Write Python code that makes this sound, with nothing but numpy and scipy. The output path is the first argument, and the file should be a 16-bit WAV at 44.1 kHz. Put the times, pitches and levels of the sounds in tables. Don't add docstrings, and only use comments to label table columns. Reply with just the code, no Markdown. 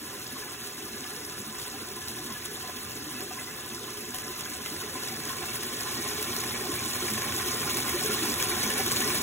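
import sys
import numpy as np
from scipy import signal
from scipy.fft import rfft, irfft, dct, next_fast_len
from scipy.io import wavfile
from scipy.ndimage import uniform_filter1d, map_coordinates

SR = 44100
rng = np.random.default_rng(int(sys.argv[2]) if len(sys.argv) > 2 else 0)


def pcm_store(signal):
    levels = np.round(np.clip(np.atleast_2d(signal), -1, 1) * 32767)
    wavfile.write(sys.argv[1], SR, levels.astype(np.int16).T)


def gain_from_decibels(decibels):
    exponent = np.asarray(decibels, float) / 20
    return 10 ** exponent


N = 406602

# time in seconds, strength in dB.
JET_STRENGTH = [(0, -40), (.7, -39.5), (1.5, -39.5), (2.3, -39), (3.2, -38.5), (3.6, -39.5), (4.05, -39.5),
                (4.2, -38.5), (4.9, -36.5), (5.5, -35.5), (6.1, -34), (6.8, -33.5), (7.2, -32.5),
                (7.9, -31), (8.5, -30.5), (9.22, -29.5)]
# start in seconds, peak level in dB, pitch in Hz.
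SNAPS = [(0.496, -29, 7100), (1.432, -29, 7000), (1.588, -19, 7450), (1.615, -27, 7200), (2.083, -16, 5600),
         (2.4683, -40, 6900), (3.747, -21, 7200), (4.145, -23, 6440), (4.1833, -26, 6640),
         (4.4083, -16.5, 10500), (5.165, -29, 10500), (5.253, -20, 6310), (5.7704, -38, 6310),
         (5.8073, -20, 7400), (6.2256, -34, 6100), (6.3649, -27, 5860), (7.006, -25, 6400),
         (7.6966, -15.5, 6600), (7.7697, -13, 11200), (7.8934, -10.5, 11000), (8.119, -17, 6360),
         (8.4252, -9.5, 6450), (8.4715, -22, 6060), (8.9174, -10, 6700), (9.153, -12.5, 6440)]
# start in seconds, peak level in dB, pitch in Hz.
PLOPS = [(0.7788, -28, 1650), (1.041, -22, 2940), (3.388, -30, 2020), (4.659, -30, 2000),
         (4.6608, -18.5, 2700), (4.954, -32, 1500), (7.771, -30.5, 1900), (4.837, -24.5, 1940),
         (5.3304, -24, 1600), (5.44, -22.5, 1550), (5.487, -20.5, 2660), (5.9724, -27, 1900),
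         (6.2761, -24, 2310), (6.437, -21, 1780), (6.508, -25, 1710), (7.0816, -20, 2290),
         (7.1783, -15, 1750), (7.219, -18, 1680), (7.323, -21, 2390), (7.6305, -19, 2270),
         (8.3998, -13, 2360), (8.426, -16, 3430), (8.9171, -23, 2730), (9.102, -17.5, 2330),
         (9.1596, -20, 2290), (8.8044, -35, 1750), (9.0052, -26, 1840)]
# start in seconds, peak level in dB, pitch in Hz.
HIGH_SNAPS = [(0.2433, -21, 10400), (0.2786, -29, 11000), (0.638, -26, 14800), (1.6144, -35, 12400),
              (3.206, -19, 11100), (4.145, -29, 11700), (4.1858, -19, 10500), (5.5564, -18, 11800),
              (5.633, -15, 9900), (5.885, -28, 10600), (6.227, -14, 10000), (6.762, -19, 10500),
              (6.8555, -22, 14300), (7.7707, -20, 10600), (7.8032, -31, 10400), (7.892, -22, 11200),
              (7.954, -23, 10500), (8.303, -23, 10800), (8.34, -13, 7700), (8.3848, -23, 10400),
              (8.452, -29, 7690), (8.634, -9, 8300), (8.702, -13, 10500), (8.738, -13, 10400),
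              (8.8622, -9, 11600), (8.913, -15.5, 7800), (9.052, -13, 14600), (9.087, -20, 10100)]
# start in seconds, peak level in dB, pitch in Hz.
MORE_SNAPS = [(0.2764, -23, 11100), (0.6375, -27, 14800), (1.586, -29, 7310), (1.616, -23, 6730),
              (2.084, -30, 5980), (2.469, -31, 6940), (4.145, -23, 6150), (4.1839, -28, 6790),
              (4.659, -30, 7030), (5.5558, -24, 6750), (5.633, -28, 9700), (5.7698, -25, 6440),
              (5.807, -27, 7250), (5.8853, -27, 10400), (6.033, -28, 6860), (6.0826, -27, 7400),
              (6.2263, -20, 5830), (6.365, -14, 5700), (6.438, -18, 5950), (6.7594, -24, 10500),
              (6.8576, -22, 6590), (7.0055, -21, 6370), (7.0866, -19, 7150), (7.215, -19, 6340),
              (7.3222, -24, 6020), (7.3812, -17, 7430), (7.4615, -25, 6660), (7.5278, -24, 5810),
              (7.6163, -18, 5740), (7.656, -26, 6850), (7.696, -22, 6530), (7.7694, -21, 11200),
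              (7.8025, -13.5, 10400), (7.892, -27, 11300), (7.953, -27, 6930), (8.0387, -24, 6960),
              (8.0721, -22, 6270), (8.1222, -20, 6520), (8.298, -19, 11700), (8.3395, -20, 7450),
              (8.3847, -20, 10300), (8.424, -30, 6500), (8.474, -20, 6060), (8.5151, -15, 6230),
              (8.5874, -28, 6310), (8.63, -13, 6030), (8.7017, -24, 10000), (8.7376, -20, 7030),
              (8.805, -20, 6040), (8.8623, -24.5, 11300), (8.912, -19, 6700), (8.9611, -12, 6600),
              (9.005, -11, 6950), (9.0875, -22, 6860), (9.155, -18, 6360)]
# start in seconds, peak level in dB, pitch in Hz.
POCKETS = [(0.014, -34, 294), (0.105, -37, 297), (0.323, -30.5, 250), (0.778, -34, 300),
           (0.932, -32.5, 233), (1.017, -40, 301), (1.167, -34, 467), (1.214, -32, 275),
           (1.378, -33.5, 193), (1.46, -34, 210), (1.738, -31.5, 277), (1.8, -37, 470), (1.904, -29, 408),
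           (2.086, -37, 218), (2.196, -31, 304), (2.239, -35, 282), (2.301, -35, 203), (2.514, -29, 402),
           (2.945, -33.5, 262), (2.999, -33.5, 273), (3.067, -29, 297), (3.146, -34, 238),
           (3.219, -27.5, 379), (3.735, -32, 338), (3.805, -35.5, 442), (4.27, -32, 355), (4.491, -36, 214),
           (4.708, -35, 291), (4.836, -29, 407), (4.903, -35, 470), (4.946, -33, 278), (5.121, -35, 215),
           (5.174, -31, 422), (5.984, -28, 330), (6.21, -34, 355), (6.284, -26.5, 355), (6.505, -35, 207),
           (6.647, -31, 355), (6.682, -25, 275), (6.853, -33, 330), (7.025, -26, 355), (7.117, -24, 211),
           (7.44, -26.5, 355), (7.535, -27.5, 420), (7.932, -23, 347), (8.044, -23.5, 416),
           (8.085, -23, 400), (8.214, -20, 328), (8.272, -29, 213), (8.325, -35, 344), (8.52, -30, 356),
           (8.65, -25, 206), (8.731, -31.5, 415), (8.79, -25.5, 402), (8.859, -25, 364), (8.912, -31, 416),
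           (9.047, -32, 267), (9.084, -27, 343), (9.134, -27, 311)]
# start in seconds, peak level in dB, pitch in Hz.
SINGERS = [(0.349, -41, 1084), (0.413, -42, 1701), (0.427, -46, 1460), (0.773, -47, 1723),
           (1.156, -42.5, 1740), (1.73, -40, 772), (1.881, -45, 740), (1.963, -42, 1017),
           (2.018, -39, 1700), (2.18, -43.5, 750), (2.293, -35.5, 1057), (2.314, -45, 2024),
           (2.349, -40, 1684), (2.63, -39.5, 743), (2.68, -41, 726), (2.688, -35.5, 1012),
           (3.153, -41, 2606), (3.193, -40.5, 743), (3.301, -40, 732), (3.365, -40, 1040),
           (3.379, -43, 2606), (3.382, -40, 2013), (3.466, -41, 2003), (3.71, -42, 2600),
           (3.87, -39.5, 1044), (4.134, -39, 743), (4.142, -52, 528), (4.325, -44, 2020),
           (4.645, -39, 2040), (4.906, -44, 525), (4.946, -39, 743), (4.946, -34, 1020), (5.106, -39, 754),
           (5.295, -32, 1060), (5.475, -34, 2659), (5.849, -36, 1023), (5.901, -39, 1017),
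           (5.965, -37, 1880), (6.273, -38, 2315), (6.534, -37, 2272), (6.772, -36, 2350),
           (7.071, -35.5, 2310), (7.17, -36, 1733), (7.213, -33, 1066), (7.62, -38, 2283),
           (7.678, -36, 2261), (7.756, -48, 2261), (7.869, -38.5, 2046), (7.948, -37.5, 568),
           (8.392, -34, 2315), (8.508, -37, 2320), (8.63, -33, 2270), (8.686, -37, 1055),
           (8.693, -30, 1733), (8.743, -37, 2300), (8.786, -30.5, 767), (8.905, -41, 1080),
           (9.007, -31, 1723), (9.03, -32.5, 1930)]
# start in seconds, peak level in dB, pitch in Hz.
SWELLS = [(0.42, -33, 1700), (0.616, -40, 929), (0.778, -35, 1720), (1.086, -28, 1020), (2.302, -33, 1020),
          (2.638, -30, 740), (3.306, -40, 735), (3.876, -29, 1060), (4.142, -40, 738), (4.407, -28, 1010),
          (4.66, -29, 1990), (4.953, -39, 1010), (5.082, -30, 1070), (5.147, -35, 2290), (5.302, -30, 1070),
          (5.413, -18, 1060), (5.54, -28, 1010), (5.75, -33, 1060), (5.819, -27, 1010), (5.969, -29, 1890),
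          (6.053, -20, 1020), (6.277, -32, 2310), (6.435, -28, 1080), (6.549, -23, 1400),
          (6.626, -24, 1070), (6.742, -25, 1030), (6.815, -31, 1070), (6.946, -24, 1340),
          (7.009, -25, 1390), (7.082, -25, 2350), (7.178, -32, 1740), (7.282, -26, 1010),
          (7.393, -21, 1070), (7.493, -33, 1060), (7.544, -28, 1890), (7.63, -32, 1020), (7.706, -27, 1010),
          (7.767, -27, 2270), (7.817, -27, 1470), (7.905, -25, 1070), (7.99, -24, 1480), (8.096, -18, 1010),
          (8.172, -32, 740), (8.243, -23, 1500), (8.322, -31, 1220), (8.399, -35, 2300), (8.526, -20, 1070),
          (8.638, -24, 2280), (8.696, -32, 1730), (8.798, -22, 738), (8.863, -29, 1060), (8.919, -30, 1080),
          (9.007, -20, 1720), (9.103, -26, 1190), (9.16, -26, 2290)]
# centre in Hz, width in Hz, level in dB, left minus right in dB.
RUMBLE_MODES = [(41, 7, -14, -1), (73.8, 14, -5, -2), (91.5, 16.5, -1, -1.5), (119.4, 6, 3, -1.5),
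                (156, 15.7, -1.5, -1)]
# centre in Hz, width in Hz, level in dB, left minus right in dB.
DEEP_MODES = [(203.3, 28, -6, -2), (246, 32.6, -2, -1.5), (273.4, 10.8, -6, 1.5), (295.7, 13, -5.5, -3),
              (355, 16, 0, -2.5), (415, 28, 1.5, -3.5), (428.7, 27, 0.5, -1.5), (512.3, 25, -13, -12)]
# centre in Hz, width in Hz, level in dB, left minus right in dB, gain when near in dB.
WALL_MODES = [(586, 30, -8, -12, 0.5), (743, 28, -2.5, -3, 0), (844, 35, -9, -4, 1),
              (1012, 24, 0.5, -2, -2), (1067.5, 45, -5, -5.5, 4), (1207, 22, -5.5, 7.5, -3),
              (1389, 20, -8, -13, 0), (1498, 22, -5.5, -1, -1), (1711, 32, -1.5, -6, -3.5),
              (1891, 30, -8.5, -1, 3.5), (2018, 40, -5.5, -6, -4.5), (2290, 75, -11.5, -10, 6),
              (2640, 70, -5.5, -9.5, -2.5), (3458, 160, -17, 5, 8)]
# frequency in Hz, density in dB per Hz.
SPLASH_COLOUR = [(25, -60), (45, -2), (200, -7), (480, 1), (660, -7), (950, -1.5), (1500, 2), (2200, -5.5),
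                 (3500, 0), (7500, -3.5), (8700, -2.5), (10000, -2), (11000, -4), (14000, -3.5),
                 (16000, -4.5)]
# frequency in Hz, phase in half turns.
PORT_LEAD = [(0, 0), (2000, .13), (3200, .43), (4200, .83), (4690, 1), (6720, 2), (8900, 3), (11000, 4),
             (13200, 5), (15300, 6)]
# frequency in Hz, coherence from 0 to 1.
PORT_LIKENESS = [(150, .98), (600, .55), (2200, .4), (3300, .7), (4300, .89), (6700, .89), (9000, .88),
                 (15000, .88)]
NEARING_S = (4.4, 5.8)
# frequency in Hz, margin in dB.
MARGIN = [(1200, 24), (1800, 13), (3920, 18), (4220, 8.2), (4440, 8.6), (4650, 7.8), (4910, 7), (5170, 7.5),
          (5400, 10), (6800, 7), (9000, 8.4), (11000, 6), (12600, 4.8), (13400, 6), (15000, 4.5)]
# frequency in Hz, signal over step in dB.
COARSE = [(200, 21), (700, 14), (1200, 6), (1800, .5), (2500, -3), (3300, -2.5), (5500, -1), (15000, -1)]
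WHOLE_S = [.25, .28, 1.62, 2.62, 2.95, 3.02, 3.375, 3.46, 3.85, 4.13, 5.57, 6.225, 6.87, 7.775, 8.31]
BAND_EDGES = [*range(0, 196, 14), 196, 206, 216, 228, 240, 252, 264, 278, 292, 306, *range(320, 1024, 16)]

TOP_HZ = 15780
BLOCK, START = 1024, 840
SPRAY_DB, MIST_DB, PLUNGE_DB, GURGLE_DB = -6, -0.5, -8, -6.5
PLUNGE_SWING_DB, GURGLE_SWING_DB, SPRAY_SWING_DB, MIST_SWING_DB = 1.03, 0.16, 0.09, 1.16
STIR_DB = 9
GULP_S, GULP_PLUNGE, GULP_GURGLE = 0.07, 0.21, 0.12
SCATTER_S, SCATTER_SPRAY = 0.047, 0.075
SWELL_S, SWELL_GURGLE = .05, .22
SING_S, SING_RISE = .045, .02


def unit(x):
    return x / np.sqrt(np.mean(x ** 2) + 1e-20)


def along(points, hz):
    f, v = np.transpose(points)
    return np.interp(np.log(hz + 1), np.log(f + 1), v)


def wobble(rate):
    knots = rng.standard_normal(int(N * rate / SR) + 9)
    return map_coordinates(knots, [np.arange(N) * rate / SR])


def filtered(x, response):
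    m = next_fast_len(N + 8192)
    return irfft(rfft(x, m) * response(np.fft.rfftfreq(m, 1 / SR)), m)[..., :N]


def lag(pair):
    f, turns = np.transpose(PORT_LEAD)
    side = np.array([[.5j], [-.5j]])
    return filtered(pair, lambda hz: np.exp(side * np.interp(hz, f, turns) * np.pi))


def ports(pair):
    def mix(hz):
        turn = np.arccos(np.clip(along(PORT_LIKENESS, hz), 0, 1)) / 2
        return np.array([np.cos(turn), np.sin(turn)])
    shared, apart = filtered(pair, mix)
    return lag(np.array([shared + apart, shared - apart]))


def ring(modes):
    side = np.array([[.5], [-.5]])

    def response(f):
        total = 0
        for k, (centre, width, db, pan_db) in enumerate(modes):
            damping = 1j * f * width
            total = total + (-1) ** k * gain_from_decibels(db + side * pan_db) * damping / (centre ** 2 - f * f + damping)
        return total
    return response


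def patchy(patchy_db, tall, long):
    z = signal.stft(rng.standard_normal((2, N)), nperseg=256)[2]
    field = uniform_filter1d(rng.standard_normal(z.shape[1:]), tall, 0)
    field = unit(uniform_filter1d(field, long, 1))
    return unit(signal.istft(z * gain_from_decibels(patchy_db * field), nperseg=256)[1][:, :N])


def bubbles(start_s, db, hz, cycles, rise, size, sharp=25):
    t = np.arange(size) / SR
    age = t * hz[:, None] / cycles
    tone = np.sin(2 * np.pi * hz[:, None] * t * (1 + rise * np.minimum(age, 2) / 2))
    tone *= gain_from_decibels(db)[:, None] * np.exp(-3 * age) * (1 - np.exp(-sharp * age))
    at = (start_s * SR).astype(int)[:, None] + np.arange(size)
    return np.bincount(at.ravel(), tone.ravel(), N + size)[:N]


def swarm(count, hz, spread, cycles, scatter_db, size):
    when, pick, big = rng.random(count), rng.standard_normal(count), rng.exponential(size=count)
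    pitch = np.clip(hz * np.exp(spread * pick), 60, 15000)
    return unit(bubbles(when * N / SR, scatter_db * np.minimum(big, 3.8), pitch, cycles, .2, size))


def stir(events, strength_db, length_s):
    s, db, _ = np.transpose(events)
    at = (s * SR).astype(int)
    over = np.bincount(at, np.maximum(db - strength_db[at], 0), N)
    hump = np.sin(np.pi * np.clip(np.arange(SR // 4) / SR / length_s, 0, 1)) ** 2
    return signal.fftconvolve(over, hump)[round(length_s * SR / 4):][:N]


def bursts():
    swing = wobble(34)
    return unit(swing - uniform_filter1d(swing, size=SR // 12))


def slaps():
    when, big = rng.random((2, round(70 * N / SR)))
    blows = np.bincount((when * N).astype(int), -np.log(big + .02), N)
    lift = signal.fftconvolve(blows, gain_from_decibels(-20 * np.arange(SR // 8) / SR / .022))[:N]
    return unit(lift - uniform_filter1d(lift, size=SR // 6))


def drops():
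    s, db, hz = np.transpose(SNAPS + PLOPS + HIGH_SNAPS + MORE_SNAPS)
    blows = np.bincount((s * SR).astype(int), gain_from_decibels(db - 10.5), N)
    puff = signal.fftconvolve(blows, gain_from_decibels(-60 * np.arange(900) / SR / 0.026))[:N]
    crack = puff * filtered(rng.standard_normal((2, N)), lambda f: gain_from_decibels(along(SPLASH_COLOUR, f)))
    crack[0] += bubbles(s, db - 5.5, hz, 13, 0.066, size=512, sharp=18)
    for _ in range(2):
        late, off = rng.standard_normal((2, len(s)))
        stray_hz = np.minimum(hz * np.exp(0.39 * off + 0.14), 15000)
        crack[0] += bubbles(s + 0.0014 * abs(late), db - 9.0, stray_hz, 8, 0.041, size=256)
    return ports(crack)


def pockets():
    s, db, hz = np.transpose(POCKETS)
    gulp = bubbles(s, db + 0.4, hz, 17.0, 0.076, size=3072, sharp=5.1)
    s, db, hz = np.transpose(SINGERS)
    song = bubbles(s + .005, db + 6.5, hz, SING_S * hz[:, None], SING_RISE, size=3072, sharp=6.1)
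    return lag(gulp * gain_from_decibels([[.8], [-.8]]) + song * gain_from_decibels([[1.6], [-1.6]]))


def rumble(churn, calm_db):
    common = gain_from_decibels(calm_db - 5.5) * unit(filtered(churn[1], ring(RUMBLE_MODES)))
    differing = gain_from_decibels(calm_db - 35) * unit(filtered(churn[0], ring(RUMBLE_MODES[:2])))
    return common + differing * [[1], [-1]]


def plunge(churn, level_db):
    big = swarm(count=900, hz=330.0, spread=.25, cycles=7.65, scatter_db=1.0, size=1536)
    return gain_from_decibels(level_db) * unit(filtered(churn[0] + 0.12 * big, ring(DEEP_MODES)))


def walls(churn):
    middling = swarm(count=4000, hz=1600.7, spread=.35, cycles=14, scatter_db=2.0, size=640)
    drive = churn[1] + .3 * middling
    near = np.interp(np.arange(N) / SR, NEARING_S, [0, 1])
    far = filtered(drive, ring([mode[:4] for mode in WALL_MODES]))
    near_modes = [(hz, w, db + gain_db, pan) for hz, w, db, pan, gain_db in WALL_MODES]
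    close = filtered(drive, ring(near_modes))
    return unit(far + near * (close - far))


def surface_hiss():
    hiss = patchy(1.6, 5, 5)
    hiss[0] += .5 * swarm(count=12000, hz=10500, spread=.33, cycles=9, scatter_db=5, size=128)
    hiss[0] += 0.25 * swarm(count=1800, hz=2698, spread=.35, cycles=30, scatter_db=2.5, size=320)
    hiss[0] += 0.2 * swarm(count=1800, hz=6260, spread=.45, cycles=45, scatter_db=2.0, size=512)
    return unit(filtered(hiss, lambda hz: gain_from_decibels(along(SPLASH_COLOUR, hz))))


def splash(spray_gain, gurgle_gain):
    hiss = surface_hiss()
    body = filtered(hiss, lambda hz: 1 / (1 + (hz / 3300) ** 4))
    mist = filtered(hiss, lambda hz: 1 / (1 + (9300 / (hz + 1)) ** 8))
    fizz = hiss - body - mist + gain_from_decibels(MIST_DB - 2.0 + MIST_SWING_DB * bursts()) * mist
    return gain_from_decibels(0.87 * slaps()) * (spray_gain * fizz + gain_from_decibels(4.5) * gurgle_gain * body)


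def jet():
    strength_db = np.interp(np.arange(N) / SR, *np.transpose(JET_STRENGTH))
    burst = bursts()
    surge, flutter = wobble(30), wobble(70)

    calm_db = strength_db + PLUNGE_DB
    plunge_db = calm_db + PLUNGE_SWING_DB * burst + .5 * surge
    plunge_db += GULP_PLUNGE * stir(POCKETS, strength_db - STIR_DB, GULP_S)

    gurgle_db = strength_db + GURGLE_DB + GURGLE_SWING_DB * (0.5 * burst + 1.0 * bursts())
    gurgle_db += GULP_GURGLE * stir(SINGERS, strength_db - STIR_DB, GULP_S)
    gurgle_db += SWELL_GURGLE * stir(SWELLS, strength_db, SWELL_S) + 0.26 * surge

    spray_db = strength_db + SPRAY_DB + SPRAY_SWING_DB * (0.77 * burst + 1.3 * bursts())
    spray_db += SCATTER_SPRAY * stir(SNAPS + MORE_SNAPS, strength_db, SCATTER_S)
    spray_db += 7.5 + 0.42 * surge + 0.64 * flutter

    churn = patchy(0.9, 3, 8)
    gurgle_gain = gain_from_decibels(gurgle_db)
    shell = gain_from_decibels(-1.0) * gurgle_gain * walls(churn)
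    tub = rumble(churn, calm_db) + plunge(churn, plunge_db) + shell
    return lag(tub) + ports(splash(gain_from_decibels(spray_db), gurgle_gain))


def scene():
    return jet() + drops() + pockets()


def squeeze(pair, ragged_db, limit):
    window = signal.windows.kaiser_bessel_derived(2 * BLOCK, 4 * np.pi)
    lead = 2 * BLOCK - START
    tail = 3 * BLOCK - (lead + N) % BLOCK
    halves = np.pad(pair, ((0, 0), (lead, tail))).reshape(2, -1, BLOCK)
    a, b, c, d = np.split(np.dstack([halves[:, :-1], halves[:, 1:]]) * window, 4, axis=2)
    lines = dct(np.dstack([-c[..., ::-1] - d, a - b[..., ::-1]]), type=4, norm="ortho")
    hz, width = np.arange(BLOCK) * SR / 2 / BLOCK, np.diff(BAND_EDGES + [BLOCK])
    edge_hz = hz[BAND_EDGES]
    power = np.add.reduceat(lines ** 2, BAND_EDGES, 2) / width
    power = uniform_filter1d(power, size=3, axis=2)

    ragged = np.minimum(rng.standard_normal(power.shape[1:]), 1.7)
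    margin_db = along(MARGIN, edge_hz) + ragged_db * ragged
    whole = ((np.array(WHOLE_S) * SR + lead) / BLOCK - .9).astype(int)
    spared = rng.random((len(WHOLE_S), len(BAND_EDGES))) < .85
    margin_db[whole] += np.where(edge_hz < 6000, 20, 3) * spared
    steady = uniform_filter1d(power, size=3, axis=1)
    weak = steady * gain_from_decibels(2 * margin_db) < steady[::-1]
    lines = lines * ~weak.repeat(width, 2)

    luck = rng.standard_normal(lines.shape[1] + 1)
    fed = (luck[1:] + .6 * luck[:-1] < limit)[:, None]
    step = np.sqrt(power.max(0)).repeat(width, 1) * gain_from_decibels(-along(COARSE, hz) - 2.5 * fed) + 1e-9
    step[whole] *= gain_from_decibels(-5)
    coarse = np.sign(lines) * step * np.floor((abs(lines) / step) ** .75 + .4054) ** (4 / 3)
    blur = np.round(3.6 * rng.standard_normal(lines.shape))
    coarse += .03 * step * fed * (lines != 0) * blur
    coarse *= hz < TOP_HZ

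    p, q = np.split(dct(coarse, type=4, norm="ortho"), 2, axis=2)
    unfolded = np.dstack([q, -q[..., ::-1], -p[..., ::-1], -p]) * window
    first, second = np.split(unfolded, 2, axis=2)
    return (second[:, :-1] + first[:, 1:]).reshape(2, -1)[:, lead - BLOCK:][:, :N]


def roll_off(x):
    return signal.sosfilt(signal.butter(12, 17050, fs=SR, output="sos"), x)


def record(dry):
    left, right = filtered(dry, lambda hz: hz < TOP_HZ) / 2
    mid, side = squeeze(np.array([left + right, left - right]), ragged_db=1.3, limit=.3)
    return roll_off(np.array([mid + side, mid - side]))


dry = scene()
out = record(dry)
pcm_store(out)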